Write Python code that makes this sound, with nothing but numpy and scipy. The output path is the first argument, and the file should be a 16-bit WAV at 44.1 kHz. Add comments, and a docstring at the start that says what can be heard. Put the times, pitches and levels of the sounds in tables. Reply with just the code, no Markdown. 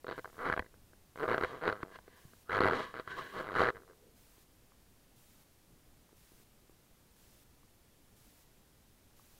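"""A walk over damp grass, heard from a small hand-held camera. From the start, a low outdoor rumble and
an electronic hiss that comes once a second lie under a close, damp, rubbery rubbing, most likely fingers
on the casing. For about four seconds they stick and slip in creaks and snaps, slide smoothly in between
and give a few soft thuds. Then the hand settles with one last hollow rub. Once the grip rests, only
faint ticks and soft thuds are left over the rumble and hiss."""
import sys
import numpy as np
from scipy import signal
from scipy.fft import rfft, irfft, next_fast_len
from scipy.io import wavfile

SR = 44100
rng = np.random.default_rng(int(sys.argv[2]) if len(sys.argv) > 2 else 0)


def master(y):
    """Save y as 16-bit WAV."""
    cut = np.clip(np.atleast_2d(y).T, -1, 1)
    pcm = np.round(cut * 32767)  # scale
    wavfile.write(sys.argv[1], SR, pcm.astype(np.int16))


N = 414099
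TIME = np.arange(N) / SR
FREQS = np.maximum(np.fft.rfftfreq(2 * next_fast_len(N // 2 + SR // 4), 1 / SR), 1)
SLIP_SAMPLES = SR // 60

# Levels in a table compare its rows; the functions set the final loudness.
# tone of the outdoor rumble and microphone hiss: frequency_hz, level_db
BACKGROUND_TONE = [(12, 0), (22, -2.5), (45, -4), (90, -5.5), (160, -9), (300, -12.5), (600, -18.5),
                   (1200, -23.5), (2500, -26), (8000, -28.5), (14000, -28), (16000, -32.5)]
# soft thuds of the hand and the stride: time_s, level_db, pitch_hz
SOFT_THUDS = [(0.597, -37, 85), (0.596, -36, 203), (1.833, -45, 170.1), (1.833, -30.5, 333),
              (2.252, -45, 139.6), (4.381, -55, 380), (6.129, -53.5, 368), (6.319, -52, 340),
              (6.400, -55, 420), (6.696, -49.5, 380)]
# faint ticks of the casing: time_s, level_db
CASING_TICKS = [(4.72, -53.5), (6.092, -58), (6.319, -67), (6.4, -64), (6.59, -63), (6.696, -61),
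                (7.632, -59), (9.196, -52)]
# hollow rubs as the hand settles: peak_s, rise_s, fall_s, level_db
SETTLING_RUBS = [(3.741, 0.04, 0.12, -56), (3.9, 0.028, 0.075, -60), (4.071, 0.15, 0.092, -65.5)]
# how well the casing carries low and high sounds: frequency_hz, gain_db
CASING_TONE = [(30, -12.5), (100, -4.5), (260, -5), (400, -1), (850, -6), (1400, -6.5), (2000, -11),
               (2600, -22), (4500, -25.5), (5300, -38), (8500, -45), (11200, -42.5), (15000, -59.5)]
# narrow bands where the casing rings (+) or sounds hollow (-): frequency_hz, width_hz, gain_db
CASING_RESONANCES = [(399, 100, 2.5), (507, 77, 8), (561, 59, -8.5), (639.7, 54, 6.5), (840, 35, 3),
                     (870, 52, -9), (1000, 32, 3), (1127, 76, 2), (1200, 90, 1), (1568, 190, 4.5),
                     (1885, 92, -8.5), (1963, 190, 6), (2970, 240, 3.5), (3330, 130, 6.5), (3440, 290, -7),
                     (3890, 410, 4), (4450, 400, 1), (5150, 610, 0)]
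# tone of smooth sliding, before the casing shapes it: frequency_hz, level_db
SLIDE_TONE = [(60, -1.5), (250, -3.5), (500, -6.5), (750, -10), (1080, 6.5), (1350, -19), (1650, 4.5),
              (2200, -0.5), (3200, 9), (4500, 3.5), (5500, 10), (7000, 10), (11000, 4)]
# smooth slides that swell and die away: peak_s, rise_s, fall_s, level_db, squeal_hz, squeal_db
SMOOTH_SLIDES = [(0.131, 0.02, 0.082, -51.5, 1603, -7), (0.47, 0.13, 0.16, -50.5, 1500, -9),
                 (1.32, 0.1, 0.053, -54, 1250, 7), (1.46, 0.05, 0.21, -47.5, 1145, -8),
                 (1.67, 0.06, 0.15, -53, 1310, 4), (1.82, 0.03, 0.02, -57, 1450, -1),
                 (1.959, 0.07, 0.023, -51, 1660, -9), (2.16, 0.22, 0.22, -62.5, 1525, -27),
                 (2.548, 0.05, 0.04, -41, 1294, 5.5), (2.759, 0.07, 0.16, -39, 1145, -6.5),
                 (2.829, 0.05, 0.069, -43, 1153, -7.5), (3.0, 0.06, 0.044, -53, 1294, -1),
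                 (3.111, 0.06, 0.16, -46, 1562, -1.5), (3.19, 0.035, 0.03484, -39, 1145, -1.5),
                 (3.221, 0.04, 0.2, -47.5, 1615, -5.5), (3.389, 0.11, 0.077, -45, 1080, -5.5),
                 (3.605, 0.085, 0.088, -38, 1300, 0.5)]
# single snaps, where the grip lets go all at once: time_s, level_db, thud_db, crack_db, ring_hz
GRIP_SNAPS = [(0.0444, -54, 23.5, 7, 1280), (0.245, -34, -11, -5, 1320), (0.499, -25, 0.5, -3, 1380),
              (0.5255, -21, -9, -6, 1430), (0.5375, -24.5, -6.5, -9, 1500), (0.5643, -38.5, 6, 5, 1700),
              (0.576, -26, -2, -9, 1770), (0.5938, -20, -10, -9.5, 1780), (0.7407, -56.5, 2, -5, 1800),
              (0.9326, -54.5, 7, -24, 1600), (1.3443, -29.5, 9.5, 5, 1330), (1.38, -30, 5.5, 5.5, 1340),
              (1.726, -29, -3, -2, 1330), (1.83, -28.5, -13.5, -1, 1180), (1.9579, -41.5, -13, 2, 1000),
              (1.9877, -45, -6.5, 10, 1030), (2.079, -52.5, 6.5, 0, 1100), (2.3341, -56, 5.5, -10, 1280),
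              (2.656, -20.5, 0, -5, 1300), (3.0759, -34, -4.5, -4, 1367), (3.4009, -29.5, -9, -12, 1200),
              (3.605, -18, -2.5, -9, 1487)]
# creaks, each a run of sticking and slipping: start_s, end_s, first_slips_per_s, last_slips_per_s,
# start_level_db, middle_level_db, end_level_db, thud_db, crack_db, ring_hz
CREAK_RUNS = [(0.0677, 0.101, 77.1, 149.3, -41.5, -42, -39, 5, 7, 1300),
              (0.111, 0.127, 110, 195, -41.5, -44, -46, 10.5, 10.5, 1300),
              (0.1798, 0.198, 155, 132, -41.5, -44, -44, 6.5, 3, 1300),
              (0.2563, 0.3, 52, 111, -39, -51, -55, 0.5, -8, 1350),
              (0.33, 0.383, 79, 77.4, -58, -59, -42.5, 4.5, -6.5, 1350),
              (0.39, 0.477, 219.2, 300, -39, -36.5, -29, -2, -9.5, 1280),
              (0.481, 0.523, 166, 119.4, -30.5, -36, -30, -3, -7, 1320),
              (0.6213, 0.668, 42, 70, -40.5, -50, -44.5, -3, -14, 1850),
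              (1.159, 1.197, 63, 113.5, -43, -43.5, -37, 0, 0, 1400),
              (1.204, 1.266, 149, 167.6, -36.5, -34.5, -39.5, 4.5, -6, 1300),
              (1.279, 1.34, 108, 126.4, -31, -27.5, -28.5, 2.5, -4, 1320),
              (1.3525, 1.406, 154, 108.6, -36, -42, -40.5, 3, -4, 1330),
              (1.4118, 1.448, 81.7, 104.6, -30, -24, -23.5, 0.5, -4.5, 1350),
              (1.458, 1.602, 140, 124.5, -52.5, -41.5, -50, 2, -14, 1200),
              (1.612, 1.672, 166, 168.8, -43.5, -34.5, -30, 2, -3, 1400),
              (1.6776, 1.7, 87.6, 124.2, -25, -27, -30, 1.5, -1.5, 1380),
              (1.706, 1.816, 102, 104.4, -38, -48.5, -54, 5, -2, 1300),
              (1.849, 1.927, 89, 100.3, -51.5, -57, -51.5, 6, -5.5, 950),
              (2.4964, 2.591, 93.6, 104.8, -30, -29, -22, -1.5, -5, 1490),
              (2.606, 2.688, 102, 100.9, -25, -25, -21.5, 2, -2, 1350),
              (2.696, 2.738, 74, 89.8, -28.5, -28.5, -27.5, 4.5, -1, 1300),
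              (2.74, 2.807, 265, 190.6, -37, -40.5, -39, 5, -2.5, 1200),
              (2.9412, 3, 132, 113.6, -42.5, -43, -39, 3, 4.5, 1450),
              (3.338, 3.418, 190, 179.9, -46.5, -40, -38, 2.5, -5, 1200),
              (3.422, 3.469, 145, 156, -46.5, -43.5, -45, 3, 1, 1250),
              (3.4695, 3.546, 109, 78.2, -40.5, -38, -38, 4.5, 1, 1400),
              (3.552, 3.595, 118.3, 116.3, -25.5, -26.5, -22.5, -6, -5.5, 1400),
              (3.6177, 3.703, 108.1, 131, -23.5, -25, -30.5, -0.5, -2, 1470),
              (3.729, 3.798, 102, 105, -58, -44, -57, -3, -4, 1400),
              (3.803, 3.852, 60, 84.7, -54.5, -54.5, -68, 5, -12, 1290),
              (3.878, 3.934, 100.3, 85, -60.5, -58.5, -66, 4, -4, 1310)]


def from_db(db):
    """Turn decibels into a number to multiply by."""
    return 10 ** (np.asarray(db) / 20)


def unit_power(x):
    """Scale a signal so that its average power is 1."""
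    return x / np.sqrt(np.mean(x ** 2) + 1e-20)


def tone_curve(points):
    """Join a table's points into a level in dB for every frequency."""
    hz, db = np.transpose(points)
    return np.interp(np.log(FREQS), np.log(hz), db)


def shape_tone(x, curve_db):
    """Give a sound this tone; nothing rings before its cause (a minimum-phase filter)."""
    cepstrum = irfft(np.log(unit_power(from_db(curve_db))))
    half = len(cepstrum) // 2
    folded = np.concatenate([cepstrum[:1], 2 * cepstrum[1:half]])   # moves early ringing to afterwards
    return irfft(rfft(x, 2 * half) * np.exp(rfft(folded, 2 * half)))[:N]


def low_pass(x, hz, order=2):
    """Keep what lies below hz."""
    return signal.sosfilt(signal.butter(order, hz, fs=SR, output="sos"), x + 1e-18)


def soften(x, hz):
    """Dull the treble with two gentle low-pass filters."""
    r = np.exp(-2 * np.pi * hz / SR)
    return signal.lfilter([(1 - r) ** 2], [1, -2 * r, r * r], x)


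def boost_band(x, hz, gain_db, q):
    """Turn the band around hz up or down; a larger q makes it narrower."""
    angle, gain = 2 * np.pi * min(hz, SR / 3) / SR, from_db(gain_db / 2)
    width, centre = np.sin(angle) / (2 * q), -2 * np.cos(angle)
    zeros = [1 + width * gain, centre, 1 - width * gain]
    poles = [1 + width / gain, centre, 1 - width / gain]
    return signal.lfilter(zeros, poles, x)


def drift(hz):
    """A random wobble, about 1 in size and mostly slower than hz."""
    return unit_power(low_pass(rng.standard_normal(N + SR), hz)[SR:])


def add(out, time_s, sound):
    """Mix a short sound in at the given time."""
    start = int(np.clip(round(time_s * SR), 0, N - 1))
    out[start:start + len(sound)] += sound[:N - start]


def background(level_db=-64.5, rumble_top_hz=250, waver_db=1.7, waver_hz=6):
    """Low outdoor rumble, wavering a little, under an even hiss."""
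    steady = from_db(level_db) * shape_tone(rng.standard_normal(N), tone_curve(BACKGROUND_TONE))
    rumble = low_pass(steady, rumble_top_hz, order=1)
    waver = from_db(waver_db * drift(waver_hz)) - 1
    return steady + rumble * waver


def electronics(first_s=0.16, length_s=0.28, hiss_db=-68, whine_hz=9519):
    """Extra hiss switches on once a second; a very thin whine gets fainter behind it."""
    since_s = (TIME - first_s) % 1
    switch = np.clip(np.minimum(since_s, length_s - since_s) * 200, 0, 1)   # 5 ms fades
    hiss = from_db(hiss_db) * switch * rng.standard_normal(N)
    whine_db = np.interp(TIME, [3.5, 6], [-90.5, -94])
    return hiss + from_db(whine_db) * np.sqrt(2) * np.sin(2 * np.pi * whine_hz * TIME)


def knock(hz, cycles):
    """A short ring that dies away by 60 dB in this many cycles."""
    t = TIME[:SR // 10]
    return np.sin(2 * np.pi * hz * t) * from_db(-60 * hz * t / cycles)


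def thuds_and_ticks(thud_gain_db=2, tick_gain_db=1):
    """Hand and stride give dull thuds, and the casing ticks as it is carried along."""
    out = np.zeros(N)
    for time_s, level_db, pitch_hz in SOFT_THUDS:
        add(out, time_s, from_db(level_db + thud_gain_db) * knock(pitch_hz, cycles=6))
    for time_s, level_db in CASING_TICKS:
        add(out, time_s, from_db(level_db + tick_gain_db) * knock(hz=1150, cycles=13))
    return out


def rubbed_ring(hz, width_hz):
    """A rough note kept ringing by rubbing; its pitch may move."""
    phase = 2 * np.pi * np.cumsum(hz * np.ones(N)) / SR
    return drift(width_hz / 2) * np.cos(phase) + drift(width_hz / 2) * np.sin(phase)


def swell(peak_s, rise_s, fall_s, level_db, drop_db=19.5, roundness=1.3):
    """Loudness of one rub: drop_db below its peak at rise_s before it and fall_s after it."""
    away = np.maximum((peak_s - TIME) / rise_s, (TIME - peak_s) / fall_s)
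    gain, near = np.zeros(N), away < 4
    gain[near] = from_db(level_db - drop_db * np.abs(away[near]) ** roundness)
    return gain


def settling_hand():
    """A slow, light rub wakes only the lowest ring of the casing."""
    return sum(swell(*rub) for rub in SETTLING_RUBS) * rubbed_ring(hz=450, width_hz=130)


def casing(force):
    """The casing carries the rubbing to the microphone; it bends, spreading each snap over a few cycles."""
    resonances_db = sum(db / (1 + (2 * (FREQS - hz) / width_hz) ** 2)
                        for hz, width_hz, db in CASING_RESONANCES)
    for hz, width_hz in [(1200, 1300), (2100, 800)]:   # these bands come late but no quieter
        r = np.exp(-np.pi * width_hz / SR)
        poles = [1, -2 * r * np.cos(2 * np.pi * hz / SR), r * r]
        force = signal.lfilter(poles[::-1], poles, force)
    return shape_tone(force, tone_curve(CASING_TONE) + resonances_db)


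def slides(gain_db=6, squeal_gain_db=-13, grain_db=2, waver_db=0.7):
    """Under a light grip, tiny slips blur into a grainy swish; the loudest slide squeals faintly."""
    swells = np.array([swell(*shape) for *shape, _, _ in SMOOTH_SLIDES])
    *_, squeal_hz, squeal_db = np.transpose(SMOOTH_SLIDES)
    loudest = swells.argmax(axis=0)   # chosen moment by moment
    swish = shape_tone(rng.standard_normal(N), tone_curve(SLIDE_TONE))
    squeal = from_db(squeal_db + squeal_gain_db)[loudest] * rubbed_ring(squeal_hz[loudest], width_hz=240)
    grain = unit_power(from_db(grain_db * drift(hz=600) + waver_db * drift(hz=40)))
    return (swish + squeal) * grain * from_db(gain_db) * np.linalg.norm(swells, axis=0)


def pressure(level_db, light_db=-46.5, hard_db=-28.5):
    """How hard the finger presses for a slip of this level, from 0 to 1."""
    return np.clip((level_db - light_db) / (hard_db - light_db), 0, 1)


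def slip(noise, ring_hz, thud_db, crack_db, chatter=1, chatter_s=0.0012):
    """One slip: a soft snap, a burst of chatter as the finger grips again, and the touched spot's ring."""
    t = TIME[:SLIP_SAMPLES]
    snap = soften(1.0 * (t == 0), hz=2800)
    burst = noise * np.sqrt(t / chatter_s) * np.exp(-t / chatter_s)
    burst = burst - soften(burst, hz=440)   # chatter goes to and fro, so it has little bass
    force = snap + chatter * burst / np.linalg.norm(burst)
    force = boost_band(force, ring_hz * np.exp(0.11 * noise[0]), gain_db=7, q=1.9)
    force = force / np.linalg.norm(soften(force, hz=3000))   # same energy below the treble
    force = boost_band(force, hz=4000, gain_db=crack_db, q=0.9)
    return boost_band(force, hz=310, gain_db=thud_db, q=0.42)


def snaps(gain_db=11, creep_db=-13, creep_s=0.0018, zing_db=3):
    """Single loud cracks: the finger creeps a little, lets go, and gives a tiny high zing."""
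    out, zing = np.zeros(N), knock(hz=11000, cycles=14)
    for time_s, level_db, thud_db, crack_db, ring_hz in GRIP_SNAPS:
        creep_noise, release_noise = rng.standard_normal((2, SLIP_SAMPLES))
        creep = slip(creep_noise, ring_hz, thud_db - 1, crack_db)
        release = slip(release_noise, ring_hz, thud_db - 1, crack_db + 3, chatter=0.63)
        size = from_db(level_db + gain_db)
        add(out, time_s - creep_s, size * pressure(level_db) * from_db(creep_db) * creep)
        add(out, time_s, size * release)
        add(out, time_s + 0.001, from_db(level_db + zing_db) * zing)
    return out


def creaks(gain_db=10, creep_db=-8.5, creep_s=0.002263, after_db=-13, zing_db=6, max_slips=32):
    """Slips come in quick, almost even runs; pressed hard, each creeps first and slips again after."""
    out, zing = np.zeros(N), knock(hz=11000, cycles=12)[:SLIP_SAMPLES]
    for start_s, end_s, first_per_s, last_per_s, *levels_db, thud_db, crack_db, ring_hz in CREAK_RUNS:
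        chances = rng.standard_normal((max_slips, 3))   # no two slips have quite the same timing or level
        noises = rng.standard_normal((max_slips, 3, SLIP_SAMPLES))
        due_s = start_s
        for (late, strong, lag), (creep_noise, release_noise, after_noise) in zip(chances, noises):
            if due_s > end_s:
                break
            gap_s = 1 / np.interp(due_s, [start_s, end_s], [first_per_s, last_per_s])
            level_db = np.interp(due_s, [start_s, (start_s + end_s) / 2, end_s], levels_db) + 1.8 * strong
            time_s = due_s + 0.06 * late * gap_s
            after_s = time_s + 0.38 * np.exp(0.3 * lag) * gap_s
            size, press = from_db(level_db + gain_db), pressure(level_db)
            chatter = np.interp(press, [0, 1], [0.4, 0.7])   # pressing harder makes it rougher
            creep = slip(creep_noise, ring_hz, thud_db, crack_db)
            release = slip(release_noise, ring_hz, thud_db - 0.5, crack_db + 6, chatter)
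            after = slip(after_noise, ring_hz, thud_db, crack_db)
            add(out, time_s - creep_s, size * press * from_db(creep_db) * creep)
            add(out, time_s, size * release)
            add(out, time_s + 0.001, from_db(level_db + zing_db) * zing)
            add(out, after_s, size * press * from_db(after_db) * after)
            due_s += gap_s
    return out


def scene():
    """Rubbing heard through the casing, over the quiet of the meadow."""
    quiet = background() + electronics() + thuds_and_ticks() + settling_hand()
    rubbing = casing(slides() + snaps() + creaks())
    return (quiet + rubbing)[None]


def record(dry):
    """Cut the highest treble away steeply."""
    cutoff_hz = 15750
    return signal.sosfilt(signal.ellip(12, 0.1, 70, cutoff_hz, fs=SR, output="sos"), dry)


dry = scene()
out = record(dry)
master(out)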